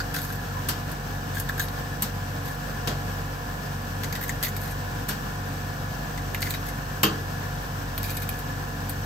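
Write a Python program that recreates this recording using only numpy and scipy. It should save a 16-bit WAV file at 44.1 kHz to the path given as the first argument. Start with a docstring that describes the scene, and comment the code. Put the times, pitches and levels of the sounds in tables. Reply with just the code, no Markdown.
"""Scissors crack open a sea urchin over a steel sink, close to the microphone, in bursts of noise;
the shell's hollow rings higher from burst to burst. Early on the blades squeak: a falling, chattering tone.
Pieces then drop between the cuts: filtered noise and decaying sines make the slap, clink and ring of steel.
Throughout, two refrigerator compressors, built of sine lines, beat slowly over a fan's coloured noise."""
import sys
import numpy as np
from scipy import signal
from scipy.fft import rfft, irfft, next_fast_len
from scipy.io import wavfile

SR = 44100
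rng = np.random.default_rng(int(sys.argv[2]) if len(sys.argv) > 2 else 0)


def output_pcm(signal):
    """Save a mono or channel-first signal as 16-bit PCM at the path in sys.argv[1].

    Samples are clipped to [-1, 1] before scaling.
    """
    pcm = np.clip(np.atleast_2d(signal).T, -1, 1) * 32767
    wavfile.write(sys.argv[1], SR, np.round(pcm).astype(np.int16))


N = 399105
T, HZ = np.arange(N) / SR, np.fft.rfftfreq(N, 1 / SR)


def amp(db):
    """Decibels to gain."""
    return 10 ** (np.asarray(db) / 20)


def unit(x):
    """Scales to rms 1."""
    return x / np.sqrt(np.mean(x ** 2) + 1e-20)


def spread(x, seconds):
    """Scales a burst so that its energy equals rms 1 held for that long."""
    return x * np.sqrt(seconds * SR / (np.sum(x ** 2) / 2 + 1e-20))


def fall(t, t60):
    """Exponential decay that loses 60 dB in t60 seconds."""
    return np.exp(-np.log(1000) * t / t60)


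def read(points, hz, axis=1):
    """Reads one column of a table over log frequency."""
    table = np.transpose(points)
    return np.interp(np.log(hz + 1), np.log(table[0] + 1), table[axis])


def colour(x, db_at):
    """Filters x by a gain in dB given as a function of frequency."""
    size = x.shape[-1]
    gain = amp(db_at(np.fft.rfftfreq(size, 1 / SR)))
    return irfft(rfft(x) * gain, size)


def bump(f, hz, width, db):
    """The dB curve of one broad resonance."""
    return db / (1 + (2 * (f - hz) / width) ** 2)


def drift(rate, size=N):
    """Slow chance of rms 1: noise low-passed at about rate Hz."""
    noise = rng.standard_normal(next_fast_len(size, True))
    slow = colour(noise, lambda f: -20 * np.log10(1 + (f / rate) ** 4))
    return unit(slow[:size])


def add(mix, s, sound):
    """Mixes a two-channel sound in at s seconds."""
    part = mix[:, max(round(s * SR), 0):][:, :sound.shape[1]]
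    part += sound[:, :part.shape[1]]


# The main cracks of the shell, energy spread over 10 ms. Each row: start in seconds, crunch level in dB
# before the mix, snap over crunch in dB before its trim, decay time constant in seconds, hollow's ring
# over crunch in dB before its trim, opening tick against the fractures that follow in dB before its trim.
SHELL_CRACKS = [(0.001, -33, -12, 0.0071, 6, -15), (0.144, -35.5, -6, .0066, 3, -8),
                (0.165, -36, -2, 0.0095, 6, -10), (0.186, -38.5, 0, .009, 2, -12),
                (0.242, -50, 11, 0.0023, 5, 3), (0.250, -49, 13, .004, 0, -8),
                (0.302, -47, 1, 0.0018, 13, -3), (0.917, -47, 7, .002, 2, 0),
                (1.368, -44, 3, .004, 13, -12), (1.400, -45, 14, .002, -2, 4),
                (1.4903, -38, -3, .002, 4, -3), (1.4943, -42.5, 2, .0016, 20, -6),
                (1.579, -45, 6, .004, 9, -8), (1.5954, -30, 2, .0043, 6, -16),
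                (1.602, -37, -5, .004, 7.5, -6), (1.616, -42.5, 9, .011, 3, -10),
                (1.684, -41.5, -1, .0017, -7, -2), (4.0353, -36.5, 0, .002, -5, 4),
                (4.044, -38, -4, .002, 1, 5), (4.1261, -35.5, -1, 0.0021, 2, 0),
                (4.152, -37, -1, .003, 1, -8), (4.1617, -42, 3, .003, 1, 0),
                (4.212, -45.5, 9, 0.0045, 12, -3), (4.228, -45, 6, 0.005, 9, -10),
                (4.2368, -43, 9, .005, 6, -3), (4.2812, -46, 9, .0018, 2, 1),
                (4.2936, -37.5, 6, 0.0026, 8, 9), (4.4278, -34, 7, .003, 1, -2),
                (4.4334, -34, 5, .002, -4, -2), (4.4357, -34, 7, .003, -3, 1),
                (4.4445, -32.5, 0, 0.0064, -4, -12), (4.466, -38, -3, .0047, 4.5, -4),
                (4.483, -44, 9, .003, 3, -4), (4.5659, -40.5, 7, .0025, -4, 1),
                (6.177, -42.5, -5, .0026, 3, -3), (6.3465, -32, -2, 0.0018, 0, -4),
                (6.407, -49, 12, .0014, -3, 4), (6.419, -35.5, 4, 0.0053, -1, -10),
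                (6.4268, -31.5, -8, 0.0018, 3, 0), (6.457, -42, -5, .004, 0, -4),
                (6.468, -38, -7, 0.0097, 1, -7), (6.5034, -47, 9, .001, -3, 0),
                (6.507, -35, 7, .002, -6, 1), (6.539, -32.5, -12, 0.0077, -1, -1),
                (7.979, -38.5, 6.5, .002, -6, 3), (8.0308, -43, 9, .0014, -6, 4),
                (8.041, -38, 2, .0078, -1, -2), (8.095, -39, 0, .0055, -1, -6),
                (8.105, -42, 9, .0046, -3, -5), (8.169, -39.5, 5.5, 0.0047, 1, -2),
                (8.2909, -41, 12, 0.0012, 2.5, 2), (8.390, -54.5, 16, .0041, -9, -5),
                (8.8952, -46, 16, .0036, -2, -8)]
# The dull body of breaking shell. Each row: frequency in Hz, relative density in dB per Hz.
CRUNCH_COLOUR = [(800, -36), (1500, 10.5), (2600, 6), (4300, 6), (6500, 3), (8000, -10), (10500, -25)]
# The bright edge of breaking shell. Each row: frequency in Hz, relative density in dB per Hz.
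SNAP_COLOUR = [(1500, -46), (5000, -19), (8000, -3), (10000, -0.5), (13000, 2.5), (15500, -1.5),
               (17000, -3)]


def cracks(clump_db=5, ring_db=-1, crunch_db=0.0, snap_db=-1.5, kick=0.53, rise=0.00048, tick_s=0.00035):
    """Each crack opens with one sharp tick, runs on in tiny fractures, and rings the air in the shell."""
    out, t = np.zeros((2, N)), np.arange(3072) / SR
    tick = spread(np.exp(-t / tick_s), 0.66)
    for s, level, bright, decay, hollow_db, tick_db in SHELL_CRACKS + chips():
        grain = (1 - np.exp(-t / rise)) * amp(clump_db * drift(720, len(t)))
        fractures = spread(grain * np.exp(-t / decay), 1)
        run = fractures + amp(tick_db) * tick
        push = grain * np.exp(-t / (decay * kick))  # the air is driven for a shorter time
        noise = rng.standard_normal((2, len(t)))
        parts = [(hollow(noise * push, s), hollow_db + ring_db),
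                 (colour(noise, shard(CRUNCH_COLOUR)) * run, crunch_db),
                 (colour(noise, shard(SNAP_COLOUR)) * run, bright + snap_db)]
        add(out, s, sum(amp(level + db) * spread(x, .01) for x, db in parts))
    return out


# Resonances of the shell plates and blades. Each row: frequency in Hz, width in Hz, peak gain in dB.
PLATE_MODES = [(2430, 450, 4), (3780, 450, 8), (4570, 550, 6), (6560, 390, 3.5), (8600, 490, 0),
               (15100, 400, 0)]


def shard(shape, uneven_db=5.0):
    """The colour of one fracture: a base shape, the plate resonances and chance peaks of its own."""
    knots = np.linspace(0, SR / 2, 64)
    peaks = uneven_db * rng.standard_normal(len(knots))
    return lambda f: read(shape, f) + sum(bump(f, *mode) for mode in PLATE_MODES) + np.interp(f, knots, peaks)


# The hollow's air resonance rises as the opening grows. Each row: time in seconds, frequency in Hz.
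HOLLOW_PITCH = [(.2, 1580), (1.55, 1640), (4.3, 1940), (6.4, 2020), (8.1, 2460)]
# Each row: multiple of the air resonance, width of one pass in Hz, relative level in dB.
AIR_MODES = [(1, 270, -3)]


def hollow(x, s):
    """The air inside the shell rings at the pitch of time s; two passes make the resonance steep-sided."""
    hz = np.interp(s, *np.transpose(HOLLOW_PITCH))
    return ringing(ringing(x, hz, AIR_MODES), hz, AIR_MODES)


def ringing(x, hz, modes):
    """Rings x through a body of decaying sines whose modes are multiples of hz."""
    t = np.arange(1024) / SR
    ring = sum(amp(db) * np.exp(-np.pi * width * t) * np.sin(2 * np.pi * k * hz * t) for k, width, db in modes)
    return signal.fftconvolve(x, ring[None], axes=1)[:, :x.shape[1]]


# Squeezes of the blades through spines and shell. Each row: start in seconds, end in seconds,
# level in dB of the grit's snap before the mix, which also sets the level of the chips.
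SQUEEZES = [(0.14, 0.225, -41), (0.218, 0.365, -48.5), (1.335, 1.447, -45.5), (1.595, 1.665, -45),
            (2.44, 2.549, -51), (4.198, 4.339, -53), (4.431, 4.506, -43), (4.578, 4.737, -49.5),
            (6.432, 6.577, -46.5), (6.654, 6.712, -47), (8.04, 8.232, -46.5), (8.278, 8.412, -56),
            (8.894, 8.92, -52)]


def grinding(per_s=600, size_db=2.0, crunch_db=-5, ring_db=-6, give_db=-7):
    """The blades crush grit: a dense patter of small clicks that weakens as the shell gives way."""
    out = np.zeros((2, N))
    for start, end, db in SQUEEZES:
        size = max(round((end - start) * SR), 1024)
        sizes = amp(size_db * np.minimum(rng.exponential(1, size), 3))
        clicks = (rng.random(size) < per_s / SR) * sizes
        squeeze = signal.windows.tukey(size, .3) * amp(give_db * np.linspace(0, 1, size))
        grit = clicks * squeeze * rng.choice([-1, 1], (2, size))
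        snap = unit(colour(grit, shard(SNAP_COLOUR)))
        crunch = unit(colour(grit, shard(CRUNCH_COLOUR)))
        ring = unit(hollow(grit, start))
        add(out, start, amp(db) * (snap + amp(crunch_db) * crunch + amp(ring_db) * ring))
    return out


def chips(per_s=30, over_grit_db=-3.5, scatter_db=1.5, snap_db=8.5, decay_s=0.0022, ring_db=0, tick_db=-4):
    """Small cracks scattered at random through each squeeze, louder in a louder squeeze."""
    rows = []
    for start, end, db in SQUEEZES:
        for _ in range(round(per_s * (end - start))):
            level = db + over_grit_db + scatter_db * rng.standard_normal()
            rows.append((rng.uniform(start, end), level, snap_db, decay_s, ring_db, tick_db))
    return rows


# The falling squeak as the blades are drawn out.
# Each row: time in seconds, frequency in Hz, rms level in dB before the mix.
SQUEAK_PATH = [(0.34, 1740, -56), (0.38, 1696, -45), (0.439, 1620, -51), (0.475, 1480, -60),
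               (0.515, 1385, -43), (0.545, 1085, -53), (0.575, 1005, -34), (0.631, 970, -58)]


def squeak(chatter_hz=45):
    """The blades slide out of the wet shell: friction chatters in one resonance that falls in pitch."""
    times, hz, db = np.transpose(SQUEAK_PATH)
    angle = 2 * np.pi * np.cumsum(np.interp(T, times, hz)) / SR
    level = amp(np.interp(T, times, db)) * (T > times[0]) * (T < times[-1])
    chatter = [drift(chatter_hz) * np.cos(angle) + drift(chatter_hz) * np.sin(angle) for _ in range(2)]
    return level * np.array(chatter)


# Pieces hitting the sink, energy spread over 70 ms. Each row: start in seconds, then thud, body, clack and
# splash levels in dB before band trim and mix, time the piece takes to touch down in seconds, pitch of its
# clink in Hz, clink level in dB before the mix, pitch of the sink floor in Hz, boom level in dB before the mix.
PIECE_LANDINGS = [(0.686, -40, -35.5, -35, -29.5, .00193, 4600, -38.5, 228, -42.5),
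                  (2.021, -48, -42, -39.5, -27.5, .00096, 3820, -42, 200, -38.5),
                  (2.873, -31.5, -37.5, -36, -38, .0006, 3380, -40, 145, -40),
                  (2.904, -39, -55, -56, -57, .002, 4200, -51, 141, -32),
                  (5.084, -45, -42, -37.5, -32.5, 0.0065, 1460, -38.5, 200, -38),
                  (7.0316, -26.5, -26.5, -26.5, -24.5, 0.00031, 2820, -28, 134, -35)]
# The thud, body, clack and splash bands. Each row: low edge in Hz, high edge in Hz, rise in seconds before
# the touch-down time is added, 60 dB decay in seconds, trim in dB, height of the first slap over the tail.
IMPACT_BANDS = [(120, 810, 0.0032, 0.3, -1.5, 0.3), (925, 1640, 0.0006, 0.31, 1, 0.54),
                (2270, 6100, 0.00053, 0.24, 1.5, 0.33), (7500, 15800, .0002, 0.15, -2, 1.8)]
# Modes of a piece of shell. Each row: multiple of its clink pitch, width in Hz, relative level in dB.
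SHELL_PIECE_MODES = [(1, 220, 4.5), (1.14, 240, 3), (1.65, 320, -3)]
# Modes of the steel sink. Each row: frequency in Hz, width in Hz (blow only),
# level in dB: the peak gain for the heaviest blows, and the relative level in the free ring.
SINK_MODES = [(200.4, 31, 16.5), (281, 27, 8), (323.5, 31, 15), (411, 27, 12), (454, 32, 10),
              (1072, 40, 13), (1217, 85, 13), (1388, 57, 10), (1550, 49, 6), (1726, 42, 8), (2800, 360, 10),
              (3140, 280, 13), (4580, 460, 7), (5930, 240, 3), (12300, 160, 12), (13500, 230, 10),
              (13780, 420, 14)]


def landings(rattle_db=1.0, slap_s=0.0065, heavy_db=-24.0, ring_db=2.5, ring_t60=0.47, clink_s=0.021):
    """A wet piece slaps the sink: it clinks and its spines rattle at once, the steel sheet swells and rings on."""
    out, t = np.zeros((2, N)), np.arange(16384) / SR

    def strike(s, db, sound):
        add(out, s, amp(db) * spread(sound, .07))

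    for s, *levels, touch, clink_hz, clink_db, floor_hz, boom_db in PIECE_LANDINGS:
        rattle = amp(rattle_db * drift(640, len(t)))
        weight = min(amp(levels[1] - heavy_db), 1)  # a heavier piece brings out the modes more fully
        for db, (low, high, rise, t60, trim_db, slap) in zip(levels, IMPACT_BANDS):
            steel = lambda f: weight * sum(bump(f, *mode) for mode in SINK_MODES)
            band = lambda f: -10 * np.log10(1 + (low / (f + 1)) ** 8 + (f / high) ** 8)
            onset = 1 - np.exp(-t / (rise + touch))
            blow = onset * (slap * np.exp(-t / slap_s) + fall(t, t60))
            noise = rng.standard_normal((2, len(t)))
            strike(s, db + trim_db, colour(noise, lambda f: steel(f) + band(f)) * blow * rattle)
        contact_shape = rattle * (1 - np.exp(-t / touch)) * np.exp(-t / clink_s)
        contact = rng.standard_normal((2, len(t))) * contact_shape
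        strike(s, clink_db, ringing(contact, clink_hz, SHELL_PIECE_MODES))
        add(out, s, weight * amp(levels[1] + ring_db) * spread(sheet(t, ring_t60), .07))
        strike(s, boom_db, boom(t, floor_hz))
    return out


def sheet(t, t60, damping_hz=2400, rise=0.004, apart_hz=800):
    """The free ring of the sink's modes; the high ones die first and reach the two channels out of step."""
    modes = np.zeros((2, len(t)))
    for hz, _, db in SINK_MODES:
        decay = fall(t, t60 / (1 + (hz / damping_hz) ** 2))
        turns = rng.random((2, 1)) * min(hz / apart_hz, 1)
        modes += amp(db) * decay * np.sin(2 * np.pi * (hz * t + turns))
    return modes * (1 - np.exp(-t / rise))


def boom(t, hz, t60=0.22, rise=0.0016):
    """The floor of the sink flexes under a piece: one low note, set by where it lands."""
    note = np.sin(2 * np.pi * hz * t) * (1 - np.exp(-t / rise)) * fall(t, t60)
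    return np.array([note, note])


def basin(x, wet_db, t60, delay):
    """The steel walls of the sink and the kitchen return a short, dense echo."""
    t = np.arange(SR // 2) / SR
    hits = (rng.random((2, len(t))) < 3000 / SR) * (t > delay)  # 3000 echoes per second
    taps = rng.choice([-1, 1], (2, len(t))) * hits
    tail = spread(taps * fall(t, t60), 1 / SR)
    return x + amp(wet_db) * signal.fftconvolve(x, tail, axes=1)[:, :N]


# Compressor speeds in Hz, and the moment in seconds around which their lines fall in step.
SPEEDS_HZ, IN_STEP_S = (48.07, 47.47), 6.43
# Lines of the first compressor. Each row: multiple of its speed, level in dB before the flutter.
FIRST_LINES = [(1, -39.5), (2, -38.5), (3, -40), (3.5, -46), (4, -62), (4.5, -55.5), (15, -48)]
# Lines of the second compressor. Each row: multiple of its speed, level in dB before the flutter.
SECOND_LINES = [(1, -55), (2, -47.5), (3, -59.5), (5, -50.5), (6, -51), (10, -54), (11, -55), (14, -59.5),
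                (17, -52.5), (22, -55), (23, -52.5), (31, -54.5), (36, -52.5)]
# Steady tones: mains hum near 100 Hz and two faint whines.
# Each row: frequency in Hz, level in dB before the flutter.
STEADY_TONES = [(99.9, -52), (119, -49.5), (1000, -50)]


def hum(waver=0.03, flutter=0.14):
    """Two compressors at nearly the same speed, so their low lines beat; mains hum and faint whines are added."""
    lines = [(k * SPEEDS_HZ[0], db) for k, db in FIRST_LINES]
    lines += [(k * SPEEDS_HZ[1], db) for k, db in SECOND_LINES]
    shaft, load, out = drift(2.2), drift(5.4), np.zeros((2, N))
    phases = rng.uniform(0, 2 * np.pi, size=100)  # shared by lines of the same rounded order
    for hz, db in lines + STEADY_TONES:
        order = hz / SPEEDS_HZ[0]
        wobble, swell = (np.roll(v, rng.integers(N)) for v in (shaft, load))
        angle = 2 * np.pi * hz * (T - IN_STEP_S) + waver * order * wobble + phases[round(order)]
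        lag = np.array([[0], [read(LEFT_LEAD, hz)]])
        out += amp(db) * np.sqrt(2) * (1 + flutter * swell) * np.cos(angle - lag)
    return out


# The rush of the fan, whose shape also sets the buzz. Each row: frequency in Hz, relative density in dB per Hz.
FAN_COLOUR = [(20, -27.5), (60, -5), (115, 0), (170, -3.5), (260, -6), (350, -13), (460, -9), (800, -12),
              (1150, -11), (1420, -11), (1730, -10.5), (2100, -22.5), (2900, -19), (3800, -25.5),
              (5000, -21.5), (7000, -26.5), (10000, -31), (16000, -30)]


def fan(level_db=-35, swell_db=0.67, ripple_db=2.0):
    """Steady air noise with a slight swell; standing waves in the kitchen ripple its spectrum."""
    knots = np.geomspace(180, 9000, 200)
    ripple = ripple_db * rng.standard_normal(len(knots))
    noise = rng.standard_normal((2, N))
    rush = unit(colour(noise, lambda f: read(FAN_COLOUR, f) + np.interp(f, knots, ripple, 0, 0)))
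    return amp(level_db + swell_db * drift(11.3)) * rush


def buzz(level_db=-49, uneven_db=3, waver=0.064, count=68):
    """The second compressor's weak upper harmonics, carried by the same casing as the fan's rush."""
    orders = np.arange(8, count)
    angle = 2 * np.pi * SPEEDS_HZ[1] * T + waver * drift(2.18)
    uneven = uneven_db * rng.standard_normal((2, len(orders)))
    sizes = amp(read(FAN_COLOUR, orders * SPEEDS_HZ[1]) + uneven)
    turn = np.linspace(0, 2 * np.pi, 2048)
    phases = rng.uniform(0, 2 * np.pi, sizes.shape)
    harmonics = sizes[..., None] * np.cos(orders[:, None] * turn + phases[..., None])
    cycles = harmonics.sum(1)  # one turn of the shaft for each channel
    return amp(level_db) * unit(np.array([np.interp(angle % (2 * np.pi), turn, cycle) for cycle in cycles]))


# Each row: frequency in Hz, likeness of the two channels for the background (0 to 1),
# likeness of the two channels for the cutting and landings (0 to 1), left minus right in dB.
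CHANNEL_LIKENESS = [(100, 1, 1, 4), (293, 0.68, 0.94, -0.5), (587, 0.02, 0.14, -3),
                    (1180, 0.66, 0.33, -3.5), (1540, 0.05, 0.93, 2.5), (2220, 0.091, 0.54, 1),
                    (3800, 0.37, 0.26, 3), (5900, 0.064, 0.077, 9.5), (7500, 0.27, 0.92, 1),
                    (8500, 1, 0.81, 0.5), (10050, 1, 1, 2.5), (11800, 1, 0.81, -0.5), (13800, 1, 1, 0),
                    (16000, 0.98, 0.77, 1)]
# Phase by which the left channel leads. Each row: frequency in Hz, radians for the background hum and hiss,
# radians for the cutting and landings.
LEFT_LEAD = [(400, 0, 0), (1200, -2.2, -2.1), (1800, -.3, -.2), (2600, 1.8, 1.5), (4500, .7, 1.1),
             (6800, 0, 0), (8500, -1.3, -1.3), (9900, -3.1, -3), (10500, -3.2, -3.5), (11400, -5.3, -4.8),
             (12500, -6.2, -5.8), (14000, -6.28, -6.5), (15500, -6.9, -8)]


def stereo(x, axis):
    """Blends two unrelated versions of a sound into left and right; axis 1 is the background, 2 the cutting."""
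    a, b = rfft(x)
    same = np.clip(read(CHANNEL_LIKENESS, HZ, axis=axis), 0, 1)
    tilt = amp(read(CHANNEL_LIKENESS, HZ, axis=3))
    lag = np.exp(-1j * read(LEFT_LEAD, HZ, axis=axis))
    right = (same * a + np.sqrt(1 - same ** 2) * b) * lag
    return irfft(np.array([a * tilt, right]) * np.sqrt(2 / (1 + tilt ** 2)), N)


def scene():
    """Cutting and landings close by, machines further off."""
    cutting = basin(cracks() + grinding() + squeak(), wet_db=-2.5, t60=0.085, delay=0.0022)
    near = cutting + landings()
    return stereo(near, axis=2) * amp(-0.74) + stereo(fan() + buzz(), axis=1) + hum()


# Presence peak of the microphone, one row: frequency in Hz, width in Hz, gain in dB.
PRESENCE_PEAK = (11800, 790, 6.5)


def record(dry, edge_hz=15750):
    """The microphone's presence peak, then a steep low-pass as the band limit."""
    bright = colour(dry, lambda f: bump(f, *PRESENCE_PEAK))
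    low_pass = signal.firwin(401, edge_hz, window=("kaiser", 9), fs=SR)
    return signal.oaconvolve(bright, low_pass[None], "same")


dry = scene()
out = record(dry)
output_pcm(out)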